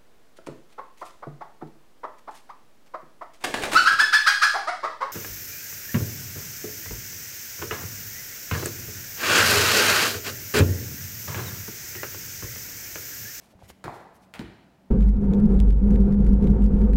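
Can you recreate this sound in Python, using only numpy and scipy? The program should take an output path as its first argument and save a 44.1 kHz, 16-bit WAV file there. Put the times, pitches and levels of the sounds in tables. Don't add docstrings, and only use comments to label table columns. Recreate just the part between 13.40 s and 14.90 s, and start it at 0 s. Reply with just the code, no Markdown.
import sys
import numpy as np
from scipy import signal
from scipy.fft import rfft, irfft
from scipy.io import wavfile
from scipy.ndimage import map_coordinates

SR = 44100
rng = np.random.default_rng(int(sys.argv[2]) if len(sys.argv) > 2 else 0)


def master_out(mix):
    frames = np.transpose(np.atleast_2d(mix))
    ceiling = np.clip(frames, -1, 1)
    pcm = np.round(ceiling * 32767).astype(np.int16)
    wavfile.write(sys.argv[1], SR, pcm)


N = 66150

# (frequency [Hz], t60 [s])
ROOM_T60 = [(80, 0.61), (250, 0.65), (700, 1), (1800, 0.93), (3200, 0.87), (5500, 0.88), (12000, 0.58)]
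# (frequency [Hz], level [dB])
ROOM_COLOUR = [(20, -22), (55, -1), (200, 1), (330, -1.5), (480, 1.5), (720, 0.5), (1100, -3.5), (2000, 1),
               (5000, -4.5), (12000, -6)]
# (frequency [Hz], level [dB])
VENT_COLOUR = [(20, -20), (55, -2.5), (110, -4), (190, 0.5), (300, -2.5), (450, -11.5), (650, -5),
               (1200, -17), (3000, -25.5), (8000, -33.5), (15000, -37)]
# (peak time [s], level [dB], half length [s], tilt [dB/octave])
RUBS = [(0.032, -61.5, 0.041, 0.5), (0.113, -62.5, 0.014, 0), (.207, -59, 0.011, -2.5),
        (0.247, -58, 0.018, -0.5), (0.295, -51.5, 0.0096, 3.5), (0.304, -50, 0.0085, 0),
        (0.556, -57.5, 0.017, 0.5), (.605, -64, 0.029, -0.5), (0.759, -64.5, 0.013, 4),
        (0.835, -64.5, 0.016, 1), (1.007, -55.5, 0.014, -0.5)]
# (frequency [Hz], level [dB])
RUB_COLOUR = [(100, -7), (300, 6), (1000, -2), (2200, -2.5), (4000, -6), (9000, -10.5), (13000, -13),
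              (16000, -22)]
# (time [s], level [dB], pitch [Hz], rise [s])
BUMPS = [(0.1387, -46.5, 605, .0014), (0.149, -47, 79, 0.0065), (.1918, -46, 865, 0.00063),
         (.2165, -45.5, 670, 0.0018), (0.2237, -38.5, 694, 0.001), (.231, -40.5, 91, 0.0054),
         (0.25, -50, 85, 0.011), (0.3017, -32, 694, 0.00039), (0.302, -49, 71, 0.012)]
# (time [s], crack level [dB], tilt [dB/octave], crumple [dB re crack], room send [dB], surface)
SLAPS = [(0.4412, -32, 1.75, -21.5, 0, "back"), (0.4443, -32.5, -1.5, -10, 0, "back"),
         (0.446, -46, 10, -18, 4.5, "back"), (.4518, -38, -3, -11.5, 0.5, "back"),
         (.459, -37.5, -3, -14.5, 2, "back"), (0.9389, -34.5, 1.5, -13, -1, "counter"),
         (0.9451, -45, -5, -10.5, 6.5, "counter"), (0.9517, -38, 0, -6, 0, "counter"),
         (.958, -45.5, -3.5, -10, 4, "counter"), (0.9933, -34, -0.3, -17, -1.5, "counter")]
SLAP_COLOUR = {"back": [(100, -6), (300, -2.5), (800, 4.5), (1800, 3), (2800, -6.5), (4000, -6.5),
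               (7000, -11.5), (12000, -23.5), (16000, -28)], "counter": [(100, -1), (400, -5), (800, 5),
               (1400, 1), (2200, -0.5), (3300, -1.5), (4600, -8.5), (7500, -15), (11000, -16.5),
               (16000, -25)]}
# (time [s], level [dB], pitch [Hz], rise [s], friction [dB re blow], room send [dB])
THUDS = [(0.4437, -38.5, 397, 0.0024, -14, 4), (0.446, -36, 132, 0.0059, -21, -4),
         (.454, -49, 52.5, 0.016, -20, 0), (.455, -40, 260, 0.0033, -22, 1.5),
         (.457, -38.5, 314, 0.0035, -15, 7), (.4715, -38, 742, 0.0015, -22, 6),
         (0.475, -34, 127, 0.0069, -19, -6.5), (0.4802, -20.5, 897, 0.00075, -16.5, -1),
         (.497, -31.5, 937, 0.0014, -9, -7), (0.9939, -25, 217, 0.004, -22.5, -5.5),
         (1.004, -38, 100, 0.0077, -11.5, -3), (1.012, -31, 323, 0.0036, -14.5, -4),
         (1.035, -47.5, 56.5, 0.027, -11, -12)]
# (frequency [Hz], level [dB])
FRICTION_COLOUR = [(100, 2), (300, 0), (800, -4), (1800, -4), (2800, -22.5), (4500, -28), (9000, -35),
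                   (16000, -35)]
# (frequency [Hz], level [dB], t60 [s])
COUNTER_MODES = [(101.5, 5, .25), (182.7, -6.5, 0.78), (252, -9, 0.15), (336, -2, 0.4), (360.7, 1.5, 0.34),
                 (455, -2.5, 0.34)]


def amp(db):
    return 10 ** (np.asarray(db) / 20)


def unit(x):
    return x / np.sqrt(np.mean(x ** 2) + 1e-20)


def along(points, hz):
    freqs, values = np.transpose(points)
    return np.interp(np.log(hz + 1), np.log(freqs + 1), values)


def since(start):
    return np.maximum(np.arange(N) / SR - start, 0)


def wobble(rate):
    return map_coordinates(rng.standard_normal(N // 8), [np.arange(N) * rate / SR], mode="wrap")


def coloured(x, points, tilt_db=0):
    hz = np.fft.rfftfreq(2 * N, 1 / SR)
    octaves = np.log2(np.maximum(hz, 250) / 2000)
    cepstrum = irfft(np.log(amp(along(points, hz) + tilt_db * octaves)))
    cepstrum[1:N] *= 2
    cepstrum[N:] = 0
    return irfft(rfft(x, 2 * N) * np.exp(rfft(cepstrum)))[:N]


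def swell(start, rise):
    u = since(start) / rise
    return (u * np.exp(1 - u)) ** 2


def push(start, hz, rise):
    return swell(start, rise) * np.sin(2 * np.pi * hz * since(start))


def kitchen(x):
    early_db, early_t60_s, build_s = -5, 0.061, 0.0044
    t = since(0)
    hz, frame_s, spectra = signal.stft(rng.standard_normal(N), SR, nperseg=256)
    decay = amp(-60 * frame_s / along(ROOM_T60, hz)[:, None])
    tail = signal.istft(spectra * decay, SR, nperseg=256)[1][:N]
    early = rng.standard_normal(N) ** 3 * amp(-60 * t / early_t60_s)
    build = 1 - np.exp(-(t / build_s) ** 2)
    answer = (unit(tail * build) + amp(early_db) * unit(early * build)) / np.sqrt(N)
    return signal.fftconvolve(x, coloured(answer, ROOM_COLOUR))[:N]


def room_tone():
    air_db, hum_db, hum_hz, waver_db = -60.5, -65, 189.4, -2.5
    air = unit(coloured(rng.standard_normal(N), VENT_COLOUR))
    waver = amp(waver_db * wobble(15))
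    hum = unit(waver * np.sin(2 * np.pi * hum_hz * since(0) + 0.64 * wobble(11.64)))
    return amp(air_db) * air + amp(hum_db) * hum


def cloth():
    out = np.zeros(N)
    for peak_s, db, half_s, tilt_db in RUBS:
        fibres = rng.standard_normal(N) * amp(wobble(rate=500))
        stroke = np.exp(-.5 * ((since(0) - peak_s) / half_s) ** 2)
        out += amp(db) * stroke * unit(coloured(fibres, RUB_COLOUR, tilt_db))
    return out + amp(-9) * kitchen(out)


def camera_bumps():
    return sum(amp(db) * push(start, hz, rise) for start, db, hz, rise in BUMPS)


def slaps():
    crack_t60_s, crumple_t60_s = 0.0044, 0.087
    out = np.zeros(N)
    for start, db, tilt_db, crumple_db, room_db, surface in SLAPS:
        t = since(start)
        crack = rng.choice([-1, 1], N) * amp(-60 * t / crack_t60_s)
        crumple = unit(rng.laplace(size=N)) * amp(crumple_db - 60 * t / crumple_t60_s)
        slap = coloured((t > 0) * (crack + crumple), SLAP_COLOUR[surface], tilt_db)
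        slap *= amp(db) * np.sqrt(.001 * SR) / np.linalg.norm(slap[t < crack_t60_s / 2])
        out += slap + amp(room_db) * kitchen(slap)
    return out


def thuds():
    out = np.zeros(N)
    for start, db, hz, rise, friction_db, room_db in THUDS:
        friction = swell(start, rise) * unit(coloured(rng.standard_normal(N), FRICTION_COLOUR))
        blow = amp(db) * (push(start, hz, rise) + amp(friction_db) * friction)
        out += blow + amp(room_db) * kitchen(blow)
    return out


def counter():
    landing_s, rise_s, gain_db = 1, 0.01, -43
    t = since(landing_s)
    ring = np.zeros(N)
    for hz, db, t60 in COUNTER_MODES:
        phase = 2 * np.pi * hz * t + 0.19 * wobble(35.6)
        ring += amp(db - 60 * t / t60) * np.sin(phase)
    return amp(gain_db) * ring * (1 - np.exp(-t / rise_s))


def scene():
    return (room_tone() + slaps() + thuds() + counter() + camera_bumps() + cloth())[None]


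def record(dry):
    top_hz = 15900
    hz = np.fft.rfftfreq(2 * N, 1 / SR)
    return irfft(rfft(dry, 2 * N) * (hz < top_hz))[:, :N]


dry = scene()
out = record(dry)
master_out(out)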